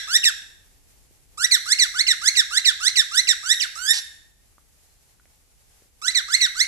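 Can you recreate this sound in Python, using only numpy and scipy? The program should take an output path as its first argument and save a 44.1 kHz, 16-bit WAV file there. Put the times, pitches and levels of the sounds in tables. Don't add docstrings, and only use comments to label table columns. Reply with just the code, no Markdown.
import sys
import numpy as np
from scipy import signal
from scipy.fft import rfft, irfft, next_fast_len
from scipy.io import wavfile
from scipy.ndimage import uniform_filter1d, minimum_filter1d

SR = 44100
rng = np.random.default_rng(int(sys.argv[2]) if len(sys.argv) > 2 else 0)


def wrap_up_sound(samples):
    columns = np.atleast_2d(samples).T
    tamed = np.clip(columns, -1, 1)
    steps = np.round(tamed * 32767).astype(np.int16)
    wavfile.write(sys.argv[1], SR, steps)


N = 294147
LEAD = SR // 5
CUTOFF_HZ = 15500


def from_db(db):
    return 10 ** (np.asarray(db) / 20)


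def rms_one(x):
    return x / np.sqrt(np.mean(x ** 2) + 1e-20)


def in_time(rows):
    return np.interp(np.arange(N) / SR, *np.transpose(rows))


def at_hz(points, hz):
    pitches, values = np.transpose(points)
    return np.interp(np.log(np.maximum(hz, 1)), np.log(pitches), values)


def coloured(x, spectrum):
    size = next_fast_len(x.shape[-1])
    gain = from_db(at_hz(spectrum, np.arange(size // 2 + 1) * SR / size))
    return irfft(rfft(x, size) * gain, size)[..., :x.shape[-1]]


def wander(rate_hz, size):
    r = np.exp(-2 * np.pi * rate_hz / SR)
    smooth = signal.lfilter([1], [1, -2 * r, r * r], rng.standard_normal(size + SR // 4))
    return rms_one(smooth[SR // 4:])


def ring(clicks, hz, fade_s):
    r, w = from_db(-60 / (fade_s * SR)), 2 * np.pi * hz / SR
    return signal.lfilter([0, np.sin(w)], [1, -2 * r * np.cos(w), r * r], clicks + 1e-18)


def at_ports(x, left_db=-6.0, lag_s=0.00018):
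    return np.array([from_db(left_db) * np.roll(x, round(lag_s * SR)), x])


def stereo_noise(spectrum, alike, lumps_db, lumps_hz):
    mid, side = coloured(rng.standard_normal((2, N)), spectrum)
    both = np.sqrt(1 + alike) * mid + np.sqrt(1 - alike) * side * [[1], [-1]]
    return rms_one(both * from_db(lumps_db * wander(lumps_hz, N)))


# pitch_hz, gain_db
RUMBLE_TONE = [(12, -22), (25, -2.5), (45, -0.5), (75, -3.5), (180, -17), (360, -21.5), (500, -25),
               (700, -53.5)]
# time_s, level_db
RUMBLE_LEVEL = [(0, -59.5), (2.3, -58), (2.7, -60), (5.9, -63), (6.1, -59.5), (6.67, -59)]


def rumble():
    return from_db(in_time(RUMBLE_LEVEL)) * stereo_noise(RUMBLE_TONE, alike=0.13, lumps_db=-0.5, lumps_hz=8)


# pitch_hz, gain_db
HISS_TONE = [(240, -49), (400, -5), (857, -3.5), (954, -8), (1440, -8.5), (2110, -6.5), (3490, -8.5),
             (3820, -8), (7590, -4), (9250, -7.5), (10800, -4), (13800, -11.5), (14600, -23),
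             (15300, -47.5)]
# time_s, level_db
HISS_LEVEL = [(0, -53.5), (.6, -59.5), (.78, -58.5), (1, -60), (6.67, -62.5)]


def hiss():
    return from_db(in_time(HISS_LEVEL)) * stereo_noise(HISS_TONE, alike=0.03, lumps_db=-1.65, lumps_hz=6)


# first_harmonic_db, second_harmonic_db, upper_harmonics_db, climb_boost_db, rasp_db
RISES = [(0.072, 0.076, 0.0082, 0.016, 1352, 1530, 1870, 1922, -10.5, -0.5, -10, -4.5, -31),
         (1.374, 0.066, 0.0074, 0.013, 1365, 1507, 1943, 1923, -12.5, -8, -16, 0.0, -32),
         (1.656, 0.061, 0.016, 0.0087, 1389, 1608, 2154, 2170, -13, -8, -13.5, -0.5, -34),
         (1.939, 0.053, 0.021, 0.0096, 1444, 1509, 2167, 2130, -14.5, -9, -19, 1.5, -38),
         (2.214, 0.057, .017, 0.007, 1410, 1643, 2134, 2200, -13, -7, -14, 1, -36),
         (2.505, 0.063, 0.014, 0.0091, 1370, 1573, 2001, 2140, -15, -6.5, -17.5, 3, -27.5),
         (2.8, 0.063, 0.019, 0.0051, 1364, 1535, 2056, 2220, -15, -5, -16, 2.5, -25.5),
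         (3.111, 0.063, 0.023, 0.011, 1347, 1550, 2029, 2130, -14.5, -5, -15.5, 1, -37),
         (3.427, .078, 0.01, .018, 1390, 1555, 1862, 2006, -11, -3, -13.5, -4, -30),
         (3.754, .141, .018, 0.02, 1450, 1557, 1853, 1837, -11, -6.5, -15, -3.5, -30),
         (6.016, 0.063, 0.004, 0.024, 1329, 1514, 1941, 2107, -17, -9, -20, 2.5, -30),
         (6.279, 0.057, 0.015, 0.0088, 1354, 1582, 2120, 2140, -11, -7, -15, -3, -31),
         (6.55, 0.052, 0.013, 0.025, 1410, 1537, 2057, 2226, -12.5, -9, -14, -4, -33)]
# first_db, second_db, upper_db
RISE_STAGES = [(-35, -37.5, -29.5), (-16, -37.5, -26), (-17, -29.5, -22), (-12, -25.5, -11.5),
               (-9, -10, -4), (0, 1, 1), (-9, -14, -10), (-19, -33.5, -35.5)]


def rise(start_s, climb_s, surge_s, hold_s, early_hz, late_hz, top_hz, held_hz, *levels_db):
    open_hz, voiced_hz, bend_hz, flick_hz = 1096, 1267, 1766, 2920
    voiced_s, flick_s = .009, 0.0073
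    ending_s = np.cumsum([climb_s, surge_s, hold_s, flick_s])
    times = start_s + np.r_[0, voiced_s, .35 * climb_s, .7 * climb_s, ending_s]
    pitch = [open_hz, voiced_hz, early_hz, late_hz, bend_hz, top_hz, held_hz, flick_hz]
    stages_db = np.add(RISE_STAGES, levels_db[:3], dtype=float)
    stages_db[:4] += levels_db[3]
    return np.column_stack([times, pitch, stages_db])


# first_harmonic_db, second_harmonic_db, upper_harmonics_db, dive_boost_db
FALLS = [(-.120, 0.021, 0.036, 0.032, 2900, 2400, 2080, 1754, -11.5, -6, -16.5, 1),
         (0.232, 0.023, 0.029, 0.029, 3006, 2603, 1949, 1746, -14, -8.5, -15, 0),
         (1.510, 0.01, 0.03, 0.032, 2520, 2297, 2119, 1858, -13.5, -5, -17, 1.5),
         (1.785, 0.016, 0.034, 0.037, 2906, 2483, 2110, 1849, -13, -6.5, -16.5, -2),
         (2.067, 0.016, 0.036, 0.026, 2980, 2572, 2101, 1820, -12.5, -7, -17.5, 1.5),
         (2.353, 0.021, 0.029, 0.03, 2910, 2440, 1990, 1801, -13.5, -7, -18, -2),
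         (2.646, 0.016, 0.033, 0.031, 2980, 2477, 2070, 1730, -14, -5.5, -18.5, -0.5),
         (2.955, .018, .034, .028, 3090, 2443, 1986, 1764, -14, -7, -18, -1),
         (3.271, .020, .029, 0.021, 2960, 2392, 1945, 1780, -14, -7.5, -18, 0.0),
         (3.598, 0.018, 0.017, 0.037, 3405, 2940, 2620, 1966, -15.5, -11.5, -23.5, 1.5),
         (6.146, 0.0068, 0.035, 0.03, 2630, 2265, 2130, 1798, -14.5, -8, -22, 0.0),
         (6.404, .016, 0.032, 0.032, 2840, 2253, 1995, 1872, -13.5, -7.5, -19.5, 0.0)]
# first_db, second_db, upper_db
FALL_STAGES = [(-6.5, -28.5, -23), (-4.5, -6.5, -4), (-6, -2, 0.5), (-4.5, -2.5, -0.5),
               (-13.5, -26.5, -17.5), (-32.5, -36.5, -39)]


def fall(start_s, dive_s, slide_s, drop_s, start_hz, mid_dive_hz, knee_hz, shoulder_hz, *levels_db):
    mid_drop_hz, shut_hz = 1481, 1130
    times = start_s + np.cumsum([0, dive_s / 2, dive_s / 2, slide_s, drop_s / 2, drop_s / 2])
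    pitch = [start_hz, mid_dive_hz, knee_hz, shoulder_hz, mid_drop_hz, shut_hz]
    stages_db = np.add(FALL_STAGES, levels_db[:3], dtype=float)
    stages_db[:2] += levels_db[3]
    return np.column_stack([times, pitch, stages_db])


# pitch_hz, gain_db
WINDPIPE = [(1200, -0.5), (1550, -0.5), (1850, 1), (2100, -2.5), (2400, -7), (2750, 2), (3150, -1.5),
            (3600, 1), (3900, -2), (4250, 0), (4900, -4), (5600, 1.5)]
# pitch_hz, gain_db
BEAK = [(350, -56), (800, -15.5), (1800, -21), (2700, -5.5), (3900, 2.5), (4800, 1), (5700, 4.5),
        (6700, -7), (7600, 1.44), (8600, -12), (9600, -16.5), (11300, -14), (12500, -35.5), (14000, -27),
        (15500, -31.5)]
# time_s, left_over_right_db, lag_factor, tilt_db (per harmonic above the third)
HEAD_TURN = [(0.1, -3.5, 0.82, 0.5), (0.3, -2.5, 0.8, -0.5), (1.4, -5.5, 0.95, 1.7), (2.0, -5, 1.084, 1.15),
             (2.6, -7.5, 0.89, 1.13), (3.2, -6.5, 1.027, 1), (3.6, -9, 1.11, 2.3),
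             (3.899, -13.5, 1.13, 2.7), (6.05, -8, 1.02, 1.4), (6.6, -5.5, 1.17, 1.4)]
# pitch_hz, gain_db
LEFT_GAIN = [(1200, 3), (2000, 3.5), (4000, -1), (7000, -12), (10000, 3), (13000, 2.5)]
# pitch_hz, lag_radians
LEFT_LAG = [(1400, 1.3), (2300, 2.02), (4100, 4.28), (7300, 4.93), (9600, 7.53), (12000, 8.72)]


def harmonics(i, middle_s, hz, phase, levels_db, wobbles):
    turn_s, *turns = np.transpose(HEAD_TURN)
    left_db, lag_factor, tilt_db = [np.interp(middle_s, turn_s, c) for c in turns]
    out = np.zeros((2, len(i)))
    for k in range(1, 12):
        if k < 3:
            level_db = levels_db[k - 1] + at_hz(WINDPIPE, k * hz)
        else:
            level_db = levels_db[2] + at_hz(BEAK, k * hz) + tilt_db * (k - 3)
        waver_db = .6 * min(k, 6) * wobbles[:, (i + k * SR // 2) % N]
        right = from_db(level_db + waver_db[0]) * (k * hz < CUTOFF_HZ)
        left = right * from_db(waver_db[1] + left_db + at_hz(LEFT_GAIN, k * hz))
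        own_phase = k * phase + 0.66 * k ** 2
        out[0, i - i[0]] = left * np.sin(own_phase - lag_factor * at_hz(LEFT_LAG, k * hz)) + out[0]
        out[1] += right * np.sin(own_phase)
    return out


# pitch_hz, gain_db
AIR_TONE = [(500, -54), (1000, -50), (2000, -25.5), (4000, -8), (6500, -7), (8000, 9), (9200, -13),
            (13000, -15.5), (15500, -23)]


def song(flutter_db=1.5, edge_s=0.00042, glide_s=0.001, jitter=.011, air_db=-18, tick_db=-41.5):
    whistles, effort, clicks = np.zeros((2, N + LEAD)), np.zeros(N + LEAD), np.zeros(N + LEAD)
    shake, flutter = wander(400, N + LEAD), wander(150, N + LEAD)
    wobbles = np.array([wander(68, N), wander(40, N)])
    inset = round(0.012 * SR)
    for note in [rise(*row) for row in RISES] + [fall(*row) for row in FALLS]:
        times, *curves = np.transpose(note)
        i = np.arange(round(times[0] * SR), round(times[-1] * SR)) + LEAD
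        t = (i - LEAD) / SR
        hz, *levels_db = [uniform_filter1d(np.interp(t, times, c), round(glide_s * SR)) for c in curves]
        phase = 2 * np.pi * np.cumsum(hz * (1 + jitter * shake[i])) / SR
        fade = np.clip(np.minimum(t - times[0], times[-1] - t) / edge_s, 0, 1)
        loudness = fade * from_db(flutter_db * flutter[i])
        whistles[:, i] += loudness * harmonics(i, times.mean(), hz, phase, levels_db, wobbles)
        effort[i] = loudness * from_db(.75 * levels_db[2])
        clicks[i[[inset, -1 - inset]]] = from_db(tick_db) * (hz[[0, -1]] < 1600)
    air = from_db(air_db) * effort * rms_one(coloured(rng.standard_normal(N + LEAD), AIR_TONE))
    return whistles + at_ports(air + ring(clicks, hz=750, fade_s=.007))


def rasps(grain_db=2.0, top_length_s=0.019, dive_db=-33.5):
    t, swell = (np.arange(N + LEAD) - LEAD) / SR, 0
    tops = [(sum(row[:4]), top_length_s, row[-1]) for row in RISES]
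    dives = [(row[0], row[1], dive_db) for row in FALLS]
    long_breath = (3.93, .074, -23)
    for start_s, length_s, level_db in tops + dives + [long_breath]:
        progress = np.clip((t - start_s) / length_s, 0, 1)
        swell = swell + from_db(level_db) * np.sin(np.pi * progress) ** 0.32
    grains = rng.standard_normal(N + LEAD) * from_db(grain_db * wander(500, N + LEAD))
    return at_ports(swell * rms_one(coloured(grains, BEAK)))


# pitch_hz, fade_s
ROOM_FADE = [(1300, 0.61), (2700, 0.6), (5400, 0.59), (10700, 0.59)]
# pitch_hz, gain_db
ROOM_TONE = [(1300, -1.5), (1900, 16), (2300, 7), (2800, 1.5), (3300, 3.5), (3900, 9), (4800, -2.5),
             (5600, -3), (7800, 10.5), (9500, -2), (12000, -2.5)]


def room(x, alike=0.099, early_db=13.0, early_s=0.0067):
    t, echo = np.arange(SR) / SR, 0
    shared, left, right = rng.standard_normal((3, SR))
    noise = alike ** .5 * shared + (1 - alike) ** .5 * np.array([left, right])
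    for low_hz in 950 * 2 ** np.arange(4):
        octave = signal.butter(2, [low_hz, 2 * low_hz], "band", fs=SR, output="sos")
        fade = from_db(-60 * t / at_hz(ROOM_FADE, low_hz * 2 ** .5))
        echo = echo + signal.sosfilt(octave, noise) * fade
    echo *= from_db(early_db * np.exp(-t / early_s))
    echo *= np.clip(t / 0.001 - 1, 0, 1)
    return signal.fftconvolve(coloured(x, ROOM_TONE)[None], echo / np.sqrt(SR / 20), axes=1)[:, :len(x)]


# start_s, level_db, pitch_hz, snap_over_knock_db
CAGE_TAPS = [(1.11, -47.5, 383, -12), (4.582, -43, 1213, -17), (5.198, -48.5, 1476, -9.5),
             (5.256, -52, 644, 8.5), (5.822, -46.5, 440, -5), (5.858, -53, 311, -6.5)]


def taps():
    out = np.zeros(N + LEAD)
    for start_s, level_db, hz, snap_db in CAGE_TAPS:
        click = np.zeros(SR // 20)
        click[0] = from_db(level_db)
        knock = ring(click, hz, fade_s=0.012)
        snap = from_db(snap_db) * ring(click, hz=2100, fade_s=0.00302)
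        out[round(start_s * SR) + LEAD:][:len(click)] += knock + snap
    return out


# time_s, pitch_hz, level_db
FAR_WHISTLE = [(4.82, 3900, -86), (4.92, 4200, -79), (5.02, 4370, -79), (5.12, 4200, -76),
               (5.201, 3940, -86)]


def far_bird():
    times, hz, level_db = np.transpose(FAR_WHISTLE)
    t = np.arange(N) / SR
    pitch_hz = np.interp(t, times, hz) + 30 * wander(80, N)
    loudness = from_db(np.interp(t, times, level_db) + 3.1 * wander(30.3, N))
    return np.sin(2 * np.pi * np.cumsum(pitch_hz) / SR) * loudness * (t > times[0]) * (t < times[-1])


def scene():
    close = song() + rasps() + taps()
    echo = room(close[1]) * from_db([[-9.5], [-8.0]])
    return (close + echo)[:, LEAD:] + rumble() + hiss() + far_bird()


def record(dry, ceiling=.93):
    treble_cut = signal.cheby2(12, 70, CUTOFF_HZ, fs=SR, output="sos")
    cut = signal.sosfilt(treble_cut, dry)
    allowed = np.minimum(1, ceiling / (np.abs(cut).max(0) + 1e-9))
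    gain = uniform_filter1d(minimum_filter1d(allowed, size=265), size=133)
    return signal.sosfilt(treble_cut, cut * gain)


dry = scene()
out = record(dry)
wrap_up_sound(out)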